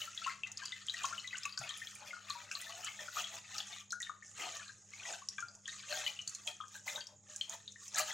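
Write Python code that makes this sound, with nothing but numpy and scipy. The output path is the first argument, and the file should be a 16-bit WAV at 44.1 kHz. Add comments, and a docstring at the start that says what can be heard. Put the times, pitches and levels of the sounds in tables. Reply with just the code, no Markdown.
"""Wet paste rubbed through a sieve

Fingers rub wet paste round a steel sieve over a clay pot, in a small tiled room. Strokes gate filtered noise
and small bubbles: scrape and fizz in the mesh, drone in the pan. Films of paste tick as short high rings;
drops ring as damped sines with pot echoes. A soft bump, room noise and mains hum complete it."""
import sys
import numpy as np
from scipy import signal
from scipy.fft import rfft, irfft, next_fast_len
from scipy.io import wavfile
from scipy.ndimage import uniform_filter1d, map_coordinates

SR = 44100
rng = np.random.default_rng(int(sys.argv[2]) if len(sys.argv) > 2 else 0)


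def transcribe(signal):
    """Save signal, clipped to [-1, 1], as a 16-bit WAV file at the path in sys.argv[1]."""
    frames = np.atleast_2d(signal).T
    limited = np.clip(frames, -1, 1)
    pcm = np.round(limited * 32767).astype(np.int16)
    wavfile.write(sys.argv[1], SR, pcm)


N = 358533  # samples

# strokes of the hand: crest_s, rise_s, fall_s, fizz_db, scrape_db, drone_db (layer gains at the crest)
STROKES = [(0, .1, 0.32, -51, -47.5, -63.5), (0.268, 0.34, 0.28, -54, -47.5, -66),
           (.46, 0.031, 0.68, -70, -62, -73.5), (.6, 0.075, 1, -58, -53.5, -81),
           (.91, 0.087, 0.9, -55, -77, -109), (1.06, 0.36, 0.41, -52.5, -46.5, -55),
           (1.35, 0.12, 0.6, -62, -52, -93), (1.63, 0.084, 0.46, -58, -49.5, -64),
           (1.85, 0.65, 0.62, -57.5, -56, -87), (2.08, 0.35, 0.41, -60, -54, -58),
           (2.32, 0.25, 1, -57.5, -53, -65), (2.54, 0.095, 1, -55, -55.5, -94),
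           (2.7, 0.63, 1, -78, -54.5, -58.5), (2.869, 0.43, 0.26, -53.5, -51, -81),
           (3.02, 0.17, 0.37, -54, -53, -57), (3.189, 0.15, 0.24, -48.5, -43, -52.5),
           (3.358, 0.21, 0.13, -51.5, -48, -55), (3.588, 0.26, 0.16, -50, -46.5, -57.5),
           (3.739, 0.24, 0.18, -52, -49.5, -65), (4.03, 0.038, 0.15, -52.5, -58.5, -93),
           (4.27, 0.092, 0.45, -57, -76, -71), (4.397, 0.075, 0.51, -49, -44, -45.5),
           (4.6, 0.67, 0.14, -58, -54.5, -86), (4.75, 0.58, 1, -64.5, -90.5, -83),
           (4.95, 0.16, 0.95, -58, -58, -76.5), (5.101, 0.18, 0.21, -47.5, -45, -41.5),
           (5.4, 0.21, 0.17, -58, -65, -93), (5.562, 0.46, 0.55, -68, -83, -77),
           (5.694, 0.092, 0.93, -54.5, -54, -77), (5.927, 0.11, 0.45, -46, -42, -43.5),
           (6.3, 0.18, 0.93, -57.5, -61.5, -82), (6.488, 0.076, 0.073, -50, -52, -47.5),
           (6.762, 0.13, 0.096, -52.5, -57, -69), (6.869, 0.022, 0.3, -50, -47, -55.5),
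           (6.96, 0.27, 0.14, -51, -60, -53.5), (7.1, 0.091, 0.42, -89, -87, -63),
           (7.312, 0.12, 1, -56.5, -60, -68), (7.538, 0.12, 0.092, -52, -55, -54.5),
           (7.85, 0.12, 0.17, -51.5, -59, -85), (7.997, 0.12, 0.094, -42.5, -38.5, -44),
           (8.1, 0.22, 0.47, -47.5, -49.5, -60.5)]
# resting hand: gain_db of fizz, scrape, drone
REST_DB = [-80, -88, -84]
SWELL_DB = [32, 43.5, 70]  # drop of fizz, scrape, drone over one rise or fall
CREST_EXPONENT = 1.317
# high sieve modes: pitch_hz, width_hz, level_db
MESH_MODES = [(1208, 44, 8), (1580, 410, -4.5), (1881, 43, 8), (2542, 54, 7.5), (3163, 203, 6.5),
              (3328, 580, 4), (4140, 1160, 1), (4794, 780, -1)]
# colour of the fizz: freq_hz, relative_gain_db
FIZZ_COLOUR = [(2500, -29), (4300, -24), (5300, -6), (5900, -3), (6660, 2.5), (7500, -3), (9900, -23.5),
               (11400, -30), (16000, -65)]
# level of the top treble at a fizz gain of -55 dB, changing slowly over time: time_s, level_db
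TOP_TREBLE_LEVEL = [(0, -67.5), (1.1, -78), (1.8, -66), (2.6, -65), (3.8, -76), (5.2, -89), (7.2, -67.5),
                    (8.13, -82)]
PUFF_DB, PUFF_T60_S = -13, 0.034  # fizz let out by a tick: gain against the tick's table level, decay
# snapping paste films: start_s, level_db (before the common trim in ticks), pitch_hz
TICKS = [(0.148, -40, 6000), (0.472, -38, 6200), (0.5175, -33.5, 6600), (0.573, -31, 5230),
         (0.6552, -30, 6900), (0.867, -36.5, 7400), (0.939, -36.5, 7540), (1.035, -28.5, 7000),
         (1.054, -26, 6600), (1.274, -36, 6050), (1.371, -35, 6800), (1.381, -32.5, 7260),
         (1.4336, -31.5, 5200), (1.4548, -29, 6750), (1.5754, -29, 5100), (1.59, -29.5, 6960),
         (1.692, -32, 6940), (1.774, -37, 9800), (1.952, -38.5, 8900), (2.2996, -31, 6760),
         (2.5144, -29, 5720), (2.525, -39, 6700), (2.615, -33.5, 8700), (2.846, -28, 7500),
         (3.217, -35, 6760), (3.5823, -25.5, 5600), (3.906, -33, 5330), (3.922, -24, 6220),
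         (4.0026, -31.5, 6500), (4.019, -29.5, 6860), (4.568, -32.5, 6900), (4.577, -44, 6300),
         (5.2873, -22.5, 5470), (5.405, -34, 6700), (5.5515, -41, 6760), (5.678, -34, 6700),
         (6.216, -38.5, 6100), (6.277, -26, 6900), (6.2948, -30.5, 7240), (6.349, -28.5, 6950),
         (6.471, -29, 7840), (6.682, -40.5, 6550), (7.0696, -35, 5330), (7.3618, -28.5, 7100),
         (7.496, -26.5, 6640), (7.721, -41, 6130), (7.88, -35, 6400), (7.945, -27, 5850),
         (7.959, -27, 6840), (7.984, -17, 7300), (7.995, -24, 7500)]
# drops trapping bubbles: start_s, peak_db (main bubble), pitch_hz
DRIPS = [(0.0169, -29.5, 2950), (0.0757, -44, 1347), (0.1762, -31, 3470), (0.2177, -43.5, 1340),
         (0.2427, -38.5, 4480), (0.246, -34, 2765), (0.2632, -33.5, 1070), (0.2752, -36, 1340),
         (0.2958, -36, 2070), (0.4344, -30, 2665), (0.465, -45.5, 2045), (0.5735, -42, 4670),
         (0.618, -43, 1620), (0.6578, -32.5, 4780), (0.7214, -34, 3570), (0.7258, -38, 2010),
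         (.8844, -30, 3215), (0.8968, -27.5, 3870), (0.942, -36, 1906), (1.037, -36.5, 3170),
         (1.0425, -28.5, 1090), (1.1259, -37, 1367), (1.1797, -36.5, 2970), (1.198, -38.5, 4180),
         (1.2443, -41, 2016), (1.276, -35.5, 3830), (1.309, -43.5, 2580), (1.3297, -36.5, 1964),
         (1.345, -39, 1525), (1.355, -36, 2860), (1.4528, -31, 2610), (1.454, -39, 1158),
         (1.5247, -39, 4700), (1.577, -29.5, 4610), (1.575, -41, 1510), (1.613, -45, 702),
         (1.616, -47, 1390), (1.638, -41, 2560), (1.674, -45, 2810), (1.6932, -34.5, 3220),
         (1.707, -38, 3800), (1.7399, -38.5, 3430), (1.817, -38.5, 1825), (1.871, -37, 3330),
         (2.022, -51.5, 847), (2.107, -41, 2140), (2.131, -40, 1435), (2.1658, -46, 1286),
         (2.3007, -39, 1148), (2.304, -29, 4180), (2.3516, -45.5, 952), (2.5116, -40.5, 1550),
         (2.5142, -35, 2640), (2.552, -30, 4100), (2.553, -46.5, 1140), (2.8827, -39, 2150),
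         (2.9904, -39.5, 1815), (3.083, -39.5, 1450), (3.1682, -31.5, 1239), (3.2417, -32.5, 3260),
         (3.582, -36, 4540), (3.603, -31.5, 3400), (3.91, -38, 4150), (3.9272, -33, 1439),
         (4.005, -40, 1910), (4.0282, -33, 3680), (4.0673, -43, 1814), (4.0956, -33.5, 1213),
         (4.224, -46, 1830), (4.3959, -41, 2080), (4.6801, -43.5, 4120), (4.6931, -47, 1600),
         (4.9355, -43, 2173), (4.998, -43.5, 2480), (5.053, -40.5, 1950), (5.219, -50.5, 1093),
         (5.2867, -40.5, 4800), (5.3814, -40.5, 2386), (5.383, -45.5, 3350), (5.383, -35, 1596),
         (5.425, -37, 1400), (5.4844, -43, 4820), (5.6567, -37.5, 3270), (5.68, -40.5, 1844),
         (5.693, -37, 3800), (5.9261, -36, 1570), (6.0639, -27.5, 2990), (6.0634, -40, 2000),
         (6.078, -36, 2400), (6.1647, -48, 2740), (6.1905, -33, 2940), (6.2752, -34.5, 4440),
         (6.351, -42, 4280), (6.4743, -30.5, 3260), (6.476, -33.5, 2500), (6.6028, -37.5, 1260),
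         (6.6096, -42, 3290), (6.636, -45.5, 1264), (6.7523, -43.5, 1610), (6.8782, -33.5, 2045),
         (6.9588, -32.5, 3770), (6.9777, -43.5, 1546), (7.007, -36.5, 4600), (7.012, -39.5, 3230),
         (7.0693, -46, 4960), (7.4113, -26, 3150), (7.6782, -36, 3720), (7.7584, -48.5, 1806),
         (7.9507, -42, 1706), (7.9654, -41, 1305), (7.982, -32.5, 1683), (7.9924, -35.5, 2380),
         (7.997, -39, 620.6), (7.998, -33.5, 1197), (8.078, -43, 3090), (8.104, -37.5, 1980),
         (8.114, -35, 3380)]
POT_DB, POT_DECAY_SCALE = -7, .25  # pot echo: gain, decay time against the walls'
TRICKLE_DB = -12  # against the scrape
# low sieve modes: pitch_hz, width_hz, level_db
PAN_MODES = [(636, 21.4, 12), (807, 126, 9.5), (843, 133, 10.5), (527, 420, -12), (331, 200, -15)]
# sieve bumping the pot, one row: start_s, level_db, pitch_hz, t60_s
THUD = (1.598, -49, 132, .2)
# decay of the walls: freq_hz, t60_s
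WALLS = [(500, 0.3), (1300, 0.35), (3500, 0.33), (9000, 0.21)]
# colour of the room at rest: freq_hz, relative_gain_db
HUSH_COLOUR = [(15, -13), (43, -20.5), (115, 0.5), (219, -12.5), (262, -13), (513, -11), (718, -30),
               (1000, -36), (4800, -54), (6700, -1.5), (8000, -20), (9500, -59), (16000, -69)]
# mains hum: pitch_hz, rms_db (centre of a random wander)
HUM = [(100, -74.5), (200, -76)]
# echo that differs between channels: freq_hz, gain_db
APART = [(60, -37), (330, -14), (1200, -22), (6400, -29), (9800, 2), (15000, -18)]
# channel balance: freq_hz, left_minus_right_db
LEAN = [(60, -10), (99, 3), (160, 4.5), (270, 3), (450, 4), (740, 5.5), (1220, 8), (2010, 4), (3330, 5),
        (5500, 4.5), (9080, -14), (15000, 1)]
TOP_HZ = 15900


def stroke(index):
    """Gain of one layer under the moving hand: powers of all strokes add, each swelling to a crest and dying."""
    t = np.arange(0, N + 64, 64) / SR
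    power = amp(2 * REST_DB[index])
    for crest_s, rise_s, fall_s, *crest_db in STROKES:
        away = np.where(t < crest_s, (crest_s - t) / rise_s, (t - crest_s) / fall_s)
        gain_db = crest_db[index] - SWELL_DB[index] * away ** CREST_EXPONENT
        power = power + amp(2 * gain_db)
    return np.interp(np.arange(N) / SR, t, np.sqrt(power))


def scrape():
    """Gritty paste dragged over the steel shakes its high modes; small bubbles burst in the wet."""
    grit = patchy(3.5) * amp(3.5 * wobble(60) + 4 * wobble(700))
    crowd = swarm(count=2500, hz=3000, octaves=.6, cycles=4.5, spread_db=3.5, size=700)
    mesh = shaken(MESH_MODES, grit, rate_hz=14, depth_db=2.2, drift=.03)
    return stroke(index=1) * unit(mesh + 0.55 * crowd)


def fizz():
    """Paste squeezed through the mesh: hiss with fine crackle; harder strokes add a brighter spray."""
    crackle = swarm(count=7000, hz=7000, octaves=.6, cycles=2, spread_db=3, size=80)
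    grit = filtered(patchy(3) + .5 * crackle, lambda hz: amp(along(FIZZ_COLOUR, hz)))
    spray = filtered(patchy(4) * amp(4 * wobble(25)), lambda hz: 1 / (1 + (9500 / (hz + 1)) ** 8))
    effort, puff = stroke(index=0) / amp(-55), puffs() / amp(-55)
    hiss = amp(-54.5 + 1.27 * wobble(25)) * (effort + puff) * unit(grit)
    spray_db = np.interp(np.arange(N) / SR, *np.transpose(TOP_TREBLE_LEVEL))
    return hiss + amp(spray_db) * (effort ** 2.8 + puff) * unit(spray)


def puffs():
    """Gain of the short fizz that follows each tick: soft onset, exponential decay."""
    s, db, _ = np.transpose(TICKS)
    starts = np.bincount(np.round(s * SR).astype(int), amp(db + PUFF_DB), N)
    t = np.arange(SR // 2) / SR
    decay = amp(-60 * t / PUFF_T60_S) * (1 - np.exp(-t / 0.0012))
    return abs(signal.fftconvolve(starts, decay)[:N])


def ticks():
    """Tiny films of paste snap in the mesh: a short high ring, a broad crack and a weaker second snap."""
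    s, db, hz = np.transpose(TICKS)
    g = rng.random((len(s), 2))
    ring = bubbles(s, db, hz, np.full(len(s), 5.), 0.02, size=400)
    crack = bubbles(s, db - 4, 1.11 * hz, np.full(len(s), 1.5), 0, size=100)
    second_s, second_hz = s + .001 + .002 * g[:, 0], hz * (.9 + .2 * g[:, 1])
    second = bubbles(second_s, db - 6, second_hz, np.full(len(s), 6.), 0, size=400)
    return amp(-3.5) * (ring + crack + second)


def drips():
    """Each drop slaps the liquid and traps a bubble; a lesser one roughens its ring; the pot echoes closely."""
    s, db, hz = np.transpose(DRIPS)
    g = rng.standard_normal((len(s), 2))
    cycles = 12 * (hz / 1500) ** -.3
    main = bubbles(s, db, hz, cycles, 0.00084, size=2000)
    lesser_s, lesser_hz = s + .004 * abs(g[:, 0]), hz * (1.04 + .12 * g[:, 1])
    lesser = bubbles(lesser_s, db - 7, lesser_hz, .5 * cycles, .01, size=1200)
    slap = bubbles(s, db - 13, np.full(len(s), 6500.), np.full(len(s), 1.5), 0, size=100)
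    drops = main + lesser + slap
    return drops + amp(POT_DB) * room(drops, POT_DECAY_SCALE)


def trickle():
    """Each stroke presses liquid through: many faint drops, gated by the scrape gain."""
    drops = swarm(count=450, hz=2600, octaves=.45, cycles=7, spread_db=2.2, size=1200)
    return amp(TRICKLE_DB) * stroke(index=1) * drops


def drone():
    """Rough friction of the fingers excites the low modes of the sieve pan."""
    rough = patchy(3) * amp(1.6 * wobble(40))
    return stroke(index=2) * shaken(PAN_MODES, rough, rate_hz=9, depth_db=2.2, drift=.05)


def thud():
    """The sieve bumps the pot: one soft low damped sine."""
    start_s, db, hz, t60_s = THUD
    t = np.clip(np.arange(N) / SR - start_s, 0, None)
    return amp(db - 60 * t / t60_s) * np.sin(2 * np.pi * hz * t) * (1 - np.exp(-t / 0.002))


def room(x, scale=1):
    """Echoes only; hand and sieve keep moving, so the echo pattern changes every third of a second."""
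    step, wet = SR // 3, np.zeros(N + 2 * SR)
    for at in range(0, N, step):
        piece = signal.fftconvolve(x[at:at + step], tail(scale))
        wet[at:at + len(piece)] += piece
    return wet[:N]


def tail(scale):
    """One random answer of the walls: noise whose frequencies die at their own speeds."""
    hz, t, z = signal.stft(rng.standard_normal(SR // 2), SR, nperseg=256)
    t60_s = scale * along(WALLS, hz)[:, None]
    ring = signal.istft(z * amp(-60 * t / t60_s), SR, nperseg=256)[1]
    return np.pad(ring, (150, 0)) / np.linalg.norm(ring)  # delay in samples


def hush():
    """Steady coloured room noise and mains hum, slightly unsteady in level and phase."""
    t = np.arange(N) / SR
    hum = np.zeros(N)
    for hz, db in HUM:
        level = np.sqrt(2) * amp(db + 2.5 * wobble(21))
        hum += level * np.sin(2 * np.pi * hz * t + 0.51 * wobble(4.1))
    noise = filtered(patchy(3.0), lambda hz: amp(along(HUSH_COLOUR, hz)))
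    return hum + amp(-68.0) * unit(noise)


def shaken(modes, rough, rate_hz, depth_db, drift):
    """The wet load shifts: each mode swells, fades and wanders between a lower and a higher pitch; rms 1."""
    out = np.zeros(N)
    for k, (hz, width_hz, db) in enumerate(modes):
        share = np.pi / 4 * (1 + np.tanh(wobble(rate_hz / 2)))  # crossfade angle
        drive = rough * amp(depth_db * wobble(rate_hz)) * np.array([np.cos(share), np.sin(share)])
        pitch = hz * (1 + drift * np.array([[-1], [1]]))

        def peak(f):
            return amp(db) * 1j * f * width_hz / (pitch ** 2 - f * f + 1j * f * width_hz)
        out += (-1) ** k * filtered(drive, peak).sum(axis=0)
    return unit(out)


def bubbles(s, db, hz, cycles, rise, size):
    """Damped sines of peak db, at most size samples: soft start, pitch rising slightly near the surface."""
    turns = np.arange(size) / SR * hz[:, None]
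    age = turns / np.clip(cycles, 1, 80)[:, None]  # in decay constants
    glide = 1 + rise * (np.minimum(age, 2) - 1)
    ring = np.sin(2 * np.pi * turns * glide) * np.exp(-age) * (1 - np.exp(-turns / 1.5))
    ring = ring / abs(ring).max(axis=1, keepdims=True)
    at = np.round(s * SR).astype(int)[:, None] + np.arange(size)
    return np.bincount(at.ravel(), (amp(db)[:, None] * ring).ravel(), N + SR)[:N]


def swarm(count, hz, octaves, cycles, spread_db, size):
    """Random small grains of joint rms 1, most faint and a few loud."""
    u, g = rng.random((count, 2)), rng.standard_normal((count, 2))
    pitch = np.clip(hz * 2 ** (octaves * g[:, 0]), 950, 16000)
    db = -spread_db * np.log(u[:, 1] + .01)
    return unit(bubbles(u[:, 0] * N / SR, db, pitch, cycles * np.exp(0.92 * g[:, 1]), 0.0066, size))


def patchy(depth_db):
    """Noise of rms 1 with patches of random gain in time and frequency."""
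    z = signal.stft(rng.standard_normal(N), nperseg=256)[2]
    field = uniform_filter1d(rng.standard_normal(z.shape), 4, 0)
    field = uniform_filter1d(field, 8, 1)
    return unit(signal.istft(z * amp(depth_db * unit(field)), nperseg=256)[1][:N])


def wobble(rate_hz):
    """Smooth random curve, rate_hz knots a second."""
    knots = rng.standard_normal(int(N * rate_hz / SR) + 4)
    return map_coordinates(knots, [np.arange(N) * rate_hz / SR])


def filtered(x, response):
    """x through a complex response of frequency in Hz."""
    m = next_fast_len(N + SR // 2)
    return irfft(rfft(x, m) * response(np.fft.rfftfreq(m, 1 / SR)), m)[..., :N]


def along(points, hz):
    """Interpolate (freq_hz, value) points on a log frequency axis."""
    f, v = np.transpose(points)
    return np.interp(np.log(hz + 1), np.log(f + 1), v)


def amp(db):
    """Decibels to amplitude ratio."""
    return 10 ** (np.asarray(db) / 20)


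def unit(x):
    """Scale to rms 1."""
    return x / np.sqrt(np.mean(x ** 2) + 1e-20)


def scene():
    """Sources plus room echoes in the middle; a filtered further echo, of opposite sign left and right."""
    hits = drips() + trickle() + ticks() + thud()
    rub, low = scrape(), drone()
    echoes = room(amp(-10.0) * hits + amp(-10.5) * rub + amp(-14.5) * low)
    mid = hits + rub + fizz() + low + echoes + hush()
    side = filtered(room(mid), lambda hz: amp(along(APART, hz)))
    return np.array([mid + side, mid - side])


def record(dry):
    """The two channels differ in colour; nothing is kept above the band limit."""
    def lean(hz):
        tilt = np.tanh(along(LEAN, hz) * np.log(10) / 40)  # dB difference to opposite gain offsets
        return np.array([1 + tilt, 1 - tilt]) * (hz < TOP_HZ)
    return filtered(dry, lean)


dry = scene()
out = record(dry)
transcribe(out)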